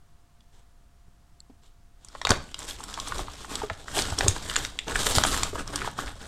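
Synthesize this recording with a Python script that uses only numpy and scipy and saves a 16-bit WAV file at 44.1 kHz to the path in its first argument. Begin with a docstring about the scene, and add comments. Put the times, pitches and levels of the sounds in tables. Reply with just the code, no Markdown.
"""A low rumble, a faint hiss and a thin hum are heard first, in a small room; they last throughout.
A stiff paper bag is held still, then gripped, opened, turned and lifted close to a microphone.
Creases are filtered noise bursts that snap and ring the facets beside them; sliding paper is dense tiny slips.
Pressed panels ring through resonators, bumped ones on decaying sines, and flipping walls thump and push air."""
import sys
import numpy as np
from scipy import signal
from scipy.fft import rfft, irfft, next_fast_len
from scipy.io import wavfile
from scipy.ndimage import uniform_filter1d

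SR = 44100
rng = np.random.default_rng(int(sys.argv[2]) if len(sys.argv) > 2 else 0)


def file_out(sig):
    """Save sig as 16-bit WAV at sys.argv[1]."""
    # one column per channel
    cols = np.atleast_2d(sig).T
    # limit, then scale
    lim = np.clip(cols, -1, 1)
    pcm = np.round(lim * 32767).astype(np.int16)
    wavfile.write(sys.argv[1], SR, pcm)


N = 276771
TIME = np.arange(N) / SR
BURST = TIME[:SR // 8]  # time axis of one short event, s
SNAP_SPAN_S = 0.01  # short-event levels count all their energy as if it lay in this span
FACET_HZ = 1140  # ring of a typical facet between creases
TOP_HZ = 16000  # upper limit of the sound
GRIP_S = 1.97  # from here on the held bag never quite rests
HISS_T60_S, FLEX_T60_S = 0.24, 0.22  # releases of the sliding and flexing drives

# Colour of the paper's surface. Each row: frequency in Hz, relative level in dB per Hz.
PAPER = [(900, -1), (2400, -4.5), (3300, 5), (4600, 0), (6300, -1), (7500, 2), (8600, 0.5), (10000, -7.5),
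         (13000, -11.5), (16000, -28)]
# Pushes and slides of the hands: the fingers shift, the bag is pulled open, the hand digs in,
# the bag tips over, is turned, swung aside and lifted.
# Each row: start in seconds, length in seconds, drive of the sliding hiss in dB,
# drive of the sheet's flexing in dB, ring of the pressed panel in Hz.
STROKES = [(0.517, 0.082, -66, -66.5, 880), (1.61, 0.05, -65, -71, 1200), (2.285, 0.015, -34, -23.5, 1160),
           (2.574, 0.066, -42, -45.5, 1020), (2.666, 0.041, -38.5, -46, 1560),
           (2.769, 0.054, -47, -48, 1030), (2.863, 0.2, -46, -48, 1090), (3.044, 0.14, -41, -41, 1160),
           (3.163, 0.028, -39, -34.5, 368), (3.264, 0.32, -49.5, -53, 1130),
           (3.473, 0.15, -44.5, -44.5, 1180), (3.86, 0.16, -47.5, -46, 1480),
           (3.931, 0.07, -31.5, -34, 790), (4.003, 0.12, -37.5, -37.5, 1380),
           (4.165, 0.13, -36.5, -35.5, 352), (4.334, 0.13, -43.5, -45.5, 1080),
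           (4.469, 0.12, -38.5, -39, 1660), (4.613, 0.037, -40, -45, 1410),
           (4.863, 0.083, -40.5, -34.5, 410), (4.935, 0.13, -32.5, -37, 1120),
           (5.051, 0.073, -29.5, -34.5, 505), (5.139, 0.027, -24.5, -29.5, 397),
           (5.19, 0.18, -32.5, -35.5, 1230), (5.348, 0.12, -37.5, -37, 1240), (5.537, 0.058, -42, -35, 570),
           (5.65, 0.056, -49, -44, 1210), (5.717, 0.15, -42.5, -38, 1550), (5.96, 0.12, -45.5, -39.5, 1500),
           (6.194, 0.06, -54, -48.5, 1570)]


def undb(db):
    """Decibels to gain."""
    return 10 ** (np.asarray(db) / 20)


def unit(x):
    """Scale to rms 1."""
    return x / np.sqrt(np.mean(x ** 2))


def add(track, s, sound):
    """Mix a sound into a track from time s on."""
    start = int(np.clip(s * SR, 0, N - 1))
    track[start:start + len(sound)] += sound[:N - start]


def colour(x, points):
    """Filter by a spectrum of (Hz, dB) points; above the last point it falls 18 dB an octave."""
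    hz, db = np.transpose(points)
    size = next_fast_len(len(x) + 4096, real=True)
    f = np.maximum(np.fft.rfftfreq(size, 1 / SR), 1)
    roll_off = np.minimum(hz[-1] / f, 1) ** 3
    gain = roll_off * undb(np.interp(np.log(f), np.log(hz), db))
    return irfft(rfft(x, size) * gain, size)[:len(x)]


def resonate(x, hz, q):
    """Two-pole band-pass, gain 1 at the centre."""
    w = 2 * np.pi * min(hz, 0.45 * SR) / SR
    a = np.sin(w) / (2 * q)
    return signal.lfilter([a, 0, -a], [1 + a, -2 * np.cos(w), 1 - a], x)


def walk(rate):
    """Smooth chance of spread near 1 that takes a new target rate times a second."""
    steps = rng.standard_normal(2048)
    return np.interp(TIME * rate, np.arange(len(steps)), steps) * np.sqrt(3 / 2)


def fade(t, t60):
    """Exponential decay by 60 dB in t60 seconds."""
    return np.exp(-np.log(1000) * t / t60)


def burst(t60, rise_s):
    """A quick run of tiny fibre breaks: noise that rises fast and dies away."""
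    return rng.standard_normal(len(BURST)) * fade(BURST, t60) * (1 - np.exp(-BURST / rise_s))


def snap(ring_hz, ring_db, crack_hz, crack_db, spread=1, ring_cycles=10, ring_q=3.36,
         crack_t60=0.0099, crack_q=1.0, mode_q=9, mode_db=4):
    """A crease cracks in a few sharp partials; the facets beside it ring, longer if they are large."""
    kick = burst(ring_cycles / ring_hz, rise_s=0.00063)
    purity = max(ring_hz / (2 * FACET_HZ), 1) ** 2  # tiny taut facets ring on one narrow note
    facets = 0
    for octave in (-0.35, -0.05, 0.3):
        detune = (spread * octave + 0.13 * rng.normal()) / purity
        facets = facets + resonate(kick, ring_hz * 2 ** detune, ring_q * purity)
    ring = resonate(facets, ring_hz, q=1.85 / spread)

    crack = resonate(burst(crack_t60, rise_s=0.0014), crack_hz, crack_q)
    partials = 0
    for octave in (-0.25, 0.05, 0.5):
        detune = octave + 0.21 * rng.uniform(-1.4, 1)
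        partials = partials + resonate(crack, crack_hz * 2 ** detune, mode_q)
    crack_colour = [(hz, 0.89 * db) for hz, db in PAPER]  # flatter than for sliding
    crack = colour(crack + undb(mode_db) * partials, crack_colour)
    mixed = undb(ring_db) * unit(ring) + undb(crack_db) * unit(crack)
    return mixed * np.sqrt(SNAP_SPAN_S * SR / len(BURST))


def creases():
    """Loud snaps shake facets of many sizes; dry ticks and hollow pops fall between them."""
    # Creases that crack and ring the facets beside them. Each row: start in seconds, facet ring in Hz,
    # ring level in dB over 10 ms, crack centre in Hz, crack level in dB over 10 ms.
    snaps = [(2.215, 1130, -33.5, 4130, -37.5), (2.2506, 816, -26, 3180, -23),
             (2.27, 1050, -25, 4530, -31.5), (2.292, 1130, -30, 5470, -29), (2.3053, 850, -20.5, 5370, -19),
             (2.317, 860, -22, 3300, -27), (3.989, 1700, -31.5, 4600, -29), (4.208, 1190, -23, 2960, -29.5),
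             (4.2815, 2520, -27, 7300, -16.5), (4.4974, 1620, -36.5, 3360, -31.5),
             (4.5581, 1910, -29, 3000, -28), (4.563, 1890, -24, 5800, -22.5),
             (4.649, 1460, -34, 3820, -31.5), (4.789, 2060, -30.5, 4400, -30.5),
             (4.881, 455, -34, 4000, -35), (5.0676, 2080, -27, 4370, -30.5),
             (5.183, 960, -19.5, 4650, -22.5), (5.2365, 1170, -21.5, 4630, -20.5),
             (5.25, 890, -23, 2980, -31), (5.4325, 1380, -28.5, 6070, -23.5)]
    # Taut folds that tick dryly and hardly ring.
    # Each row: start in seconds, crack centre in Hz, crack level in dB over 10 ms.
    ticks = [(0.406, 3400, -62), (2.047, 7100, -46.5), (2.085, 6050, -49), (2.543, 3420, -33.5),
             (2.59, 7980, -38), (2.709, 3900, -37), (2.838, 7300, -38.5), (2.94, 4100, -36),
             (2.9994, 4430, -32.5), (3.0828, 8000, -38.5), (3.182, 4250, -38), (3.5542, 4820, -29),
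             (4.021, 4560, -29), (4.187, 5480, -24), (5.151, 5860, -23.5), (5.263, 8600, -33),
             (5.6761, 6300, -38), (5.7582, 6670, -27)]
    # Facets that buckle with a hollow pop and hardly any crack.
    # Each row: start in seconds, ring in Hz, ring level in dB over 10 ms.
    pops = [(2.15, 930, -37.5), (2.803, 1040, -40.5), (2.9756, 970, -34), (2.987, 1140, -34),
            (3.074, 970, -38), (3.121, 1250, -29), (3.192, 1020, -32), (3.282, 1050, -37.5),
            (3.446, 1110, -39), (3.617, 900, -31.5), (3.6983, 1290, -30), (3.703, 636, -33),
            (3.8814, 1550, -36), (3.972, 855, -30.5), (4.124, 900, -35), (4.363, 1050, -35.5),
            (4.512, 1370, -35.5), (4.956, 1450, -22), (5.342, 1400, -28.5), (5.5546, 1170, -33),
            (5.758, 1270, -33.5), (5.817, 1590, -31), (5.845, 1330, -33.5), (5.875, 925, -28.5),
            (5.988, 1150, -28)]
    tick_ring_db = -15  # relative to the tick's crack
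    pop_crack_hz, pop_crack_db = 3400, -17  # level relative to the pop's ring
    out = np.zeros(N)
    for s, *crease in snaps:
        add(out, s, snap(*crease, spread=1.67))
    for s, hz, db in ticks:
        add(out, s, snap(FACET_HZ, db + tick_ring_db, hz, db, crack_q=0.84))
    for s, hz, db in pops:
        pop = snap(hz, db, pop_crack_hz, db + pop_crack_db, spread=0.84, ring_cycles=14.4)
        add(out, s, pop)
    return out


def crinkles(hiss_db, flex_db, count=480, ring_db=-7, crack_db=-7.5, scatter_db=3):
    """Small creases give way at random, as strongly as the bag is worked."""
    out = np.zeros(N)
    for s in rng.uniform(GRIP_S, TIME[-1], count):
        i = int(s * SR)
        facet, edge, ring_luck, crack_luck = np.clip(rng.normal(size=4), -2, 2)
        ring_level = flex_db[i] + ring_db + scatter_db * ring_luck
        crack_level = hiss_db[i] + crack_db + scatter_db * crack_luck
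        sound = snap(FACET_HZ * 2 ** (0.5 * facet), ring_level, 5200 * 2 ** (0.42 * edge), crack_level)
        add(out, s, sound)
    return out


def stroke(length, release_t60):
    """One push of the hand builds up, holds, then dies away."""
    attack_s = 0.021
    t = TIME[:SR]
    return np.clip(t / attack_s, 0, 1) * fade(np.maximum(t - length, 0), release_t60)


def effort(rest_db, release_t60, peaks_db):
    """Gain over time: the powers of the strokes add up over the light steady grip."""
    grip_rise_s = 0.26
    power = (undb(rest_db) * np.clip((TIME - GRIP_S) / grip_rise_s, 0, 1)) ** 2
    for (start, length, *_), db in zip(STROKES, peaks_db):
        add(power, start, (undb(db) * stroke(length, release_t60)) ** 2)
    return np.sqrt(power)


def slips(rate, spread_db):
    """Dense tiny stick-slip clicks, rate per second, most small and a few large."""
    size = undb(spread_db * np.minimum(rng.exponential(size=N), 5))
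    struck = rng.random(N) < rate / SR
    return unit(rng.standard_normal(N) * size * struck)


def shifting(x, flicker_db, flicker_rate, q):
    """The bending sheet's resonances come and go, each on its own."""
    centres = np.geomspace(150, 14000, 28)
    return sum(resonate(x, hz, q) * undb(flicker_db * walk(flicker_rate)) for hz in centres)


def rustle(hiss_db, flex_db):
    """Sliding paper hisses, brighter as it slides faster; the flexing sheet adds a hollow, uneven body."""
    # Colour of the bending sheet. Each row: frequency in Hz, relative level in dB per Hz.
    sheet = [(100, -0.5), (380, 4.5), (560, -1.5), (1650, -5), (2300, -12.5), (5000, -31)]
    friction = shifting(slips(rate=5000, spread_db=1.0), flicker_db=3.0, flicker_rate=22, q=3.8)
    hiss = colour(friction, PAPER)
    speed = undb(0.17 * (hiss_db - np.median(hiss_db[TIME > GRIP_S])))
    sheen = colour(hiss, [(3500, -30), (10000, 0), (TOP_HZ, 0)])
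    hiss = unit(hiss + (speed - 1) * sheen)
    bending = shifting(slips(rate=2000, spread_db=2.5), flicker_db=3.0, flicker_rate=24, q=7.8)
    body = unit(colour(bending, sheet))
    grip = undb(2.04 * walk(rate=60))  # the fingers catch and let go
    return grip * (undb(hiss_db - 1.5) * hiss + undb(flex_db - 3.5) * body)


def panels():
    """Each stroke drags over one panel of the bag, and the coarse slips ring its two modes."""
    panel_db, panel_q = -6.5, 4.6  # level of the lower mode, relative to the flexing drive
    overtone, overtone_db = 2.01, -6  # second mode: frequency ratio, relative level
    out = np.zeros(N)
    drag = slips(rate=1500, spread_db=1.5)
    for start, length, _, db, hz in STROKES:
        push = np.roll(drag, -int(start * SR))[:SR]
        low = unit(resonate(resonate(push, hz, panel_q), hz, q=1.17))
        high_hz = overtone * hz
        high = unit(resonate(resonate(push, high_hz, panel_q), high_hz, q=1.17))
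        ring = low + undb(overtone_db) * high
        add(out, start, undb(db + panel_db) * ring * stroke(length, FLEX_T60_S))
    return out


def knocks(sag=0.032, rough=0.44, rise_s=0.00074):
    """A bumped panel rings on loose modes and drops in pitch as it relaxes; higher modes die sooner."""
    # Broad panels that ring a low hollow note. Each row: start in seconds, settled pitch in Hz,
    # gain in dB ahead of the mode levels, t60 of the lowest mode in seconds.
    bumps = [(1.498, 254, -43.5, 0.053), (2.303, 240, -17, .04), (2.312, 390, -19, .06),
             (3.634, 415.6, -25, 0.078), (3.968, 401, -28.5, .12), (4.23, 544, -26.5, 0.057),
             (4.263, 373, -18.5, 0.047), (5.531, 395, -26.5, 0.043)]
    # Modes of a bumped panel. Each row: frequency ratio, relative level in dB.
    modes = [(1, -3), (1.5, -12), (2.85, -10.5)]
    out = np.zeros(N)
    for s, hz, db, t60 in bumps:
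        phase = 2 * np.pi * np.cumsum(hz * (1 + sag * fade(BURST, t60))) / SR
        ring = 0
        for ratio, mode_db in modes:
            ring = ring + undb(mode_db) * np.sin(ratio * phase) * fade(BURST, t60 / np.sqrt(ratio))
        rattle = 1 + rough * unit(resonate(rng.standard_normal(len(BURST)), hz / 2, 0.95))
        add(out, s, undb(db) * ring * rattle * (1 - np.exp(-BURST / rise_s)))
    return out


def click(q=6):
    """A fingernail ticks tightly on two narrow modes while the bag is still held."""
    # Modes of the click. Each row: frequency in Hz, level in dB over 10 ms.
    modes = [(4350, -50), (7600, -51)]
    start_s, t60_s = 1.403, 0.0052
    out = np.zeros(N)
    for hz, db in modes:
        ring = resonate(resonate(burst(t60_s, rise_s=0.00039), hz, q), hz, q)
        add(out, start_s, undb(db) * unit(ring) * np.sqrt(SNAP_SPAN_S * SR / len(BURST)))
    return out


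def wall_air(flex, flutter_db=0, flutter_ratio=2.55):
    """Slow gusts from the swaying bag; a wall that flips thumps, and its smaller panels flutter."""
    # Colour of the moving air. Each row: frequency in Hz, relative level in dB per Hz.
    air = [(35, -0.5), (100, -9), (260, -25)]
    # Whole walls that flip over. Each row: start in seconds, pitch of the thump in Hz,
    # gain of thump and flutter in dB, t60 of the thump in seconds.
    flaps = [(1.081, 110, -44, 0.03), (2.305, 96, -11.5, 0.065), (3.712, 90, -27.5, 0.1),
             (4.122, 87, -21.5, 0.085), (4.244, 97.4, -20, 0.14), (4.283, 93.3, -14, 0.12),
             (5.174, 89.5, -8.5, 0.042)]
    air_db, lag_s, smooth_s = 2, 0.034, 0.17  # the walls follow the flexing sluggishly
    flutter_t60_s = 0.061  # added damping of the smaller panels
    sway = np.interp(TIME - lag_s, TIME, uniform_filter1d(flex, int(smooth_s * SR)))
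    out = unit(colour(rng.standard_normal(N), air)) * undb(air_db) * sway
    for s, hz, db, t60 in flaps:
        panels_hz = flutter_ratio * hz
        flutter = resonate(rng.standard_normal(len(BURST)), panels_hz, 0.95)
        flutter = resonate(flutter, panels_hz, 0.95)
        flutter = undb(flutter_db) * flutter / np.abs(flutter).max()
        flutter = flutter * fade(BURST, t60) * fade(BURST, flutter_t60_s)
        thump = np.sin(2 * np.pi * hz * BURST) * fade(BURST, t60)
        add(out, s, undb(db) * (thump + flutter))
    return out


def room(x, t60=0.37, wet_db=-10.0, early_t60=0.043, early_db=-12, gap_s=0.0043):
    """Quick echoes off the bag, body and near wall, then a short tail whose treble dies first."""
    # Colour of the room's answer. Each row: frequency in Hz, gain in dB.
    walls = [(60, 3), (400, -3.5), (16000, -2.5)]
    t = TIME[:SR // 2]
    early, late = rng.standard_normal((2, len(t)))
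    early = early * (rng.random(len(t)) < 0.04)  # sparse echoes
    dull = colour(late, [(1, 0), (4500, 0)])
    late = dull + (late - dull) * fade(t, t60)  # extra decay for the treble
    echoes = undb(early_db) * unit(early * fade(t, early_t60))
    tail = undb(wet_db) * unit(late * fade(t, t60))
    answer = colour(echoes + tail, walls) / np.sqrt(len(t))
    answer = np.pad(answer, (int(gap_s * SR), 0))
    return x + signal.fftconvolve(x, answer)[:N]


def background():
    """Low rumble and faint hiss are coloured noise; the hum of an appliance is a slightly unsteady sine."""
    # Colour of the quiet room. Each row: frequency in Hz, relative level in dB per Hz.
    room_tone = [(20, -1), (60, -7.5), (450, -34), (1200, -33), (2300, -41), (8000, -43.5), (16000, -54.5)]
    tone_db, hum_hz, hum_db = -53.5, 697, -76  # rms levels
    tone = unit(colour(rng.standard_normal(N), room_tone))
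    hum_phase = 2 * np.pi * np.cumsum(hum_hz + 0.89 * walk(rate=45)) / SR
    hum = np.sqrt(2) * np.sin(hum_phase)
    return undb(tone_db) * tone + undb(hum_db) * hum


def scene():
    """The bag in its room: the strokes drive hiss, flexing, small crinkles and moving air."""
    grip_hiss_db, grip_flex_db = -54.5, -53.5  # drives of the steady grip
    _, _, hiss_peaks, flex_peaks, _ = np.transpose(STROKES)
    slide = effort(grip_hiss_db, HISS_T60_S, hiss_peaks)
    flex = effort(grip_flex_db, FLEX_T60_S, flex_peaks)
    hiss_db, flex_db = 20 * np.log10(np.maximum([slide, flex], 1e-6))
    paper = creases() + crinkles(hiss_db, flex_db) + rustle(hiss_db, flex_db) + panels()
    paper = paper + knocks() + knocks()  # two layers, each with its own rattle
    return (room(paper) + click() + wall_air(flex) + background())[None]


def record(dry):
    """Peaks clip hard at full scale, then a steep low-pass cuts the top."""
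    full_scale = 0.8
    low_pass = signal.ellip(8, 0.2, 70, TOP_HZ, fs=SR, output="sos")
    return signal.sosfilt(low_pass, np.clip(dry, -full_scale, full_scale))


dry = scene()
out = record(dry)
file_out(out)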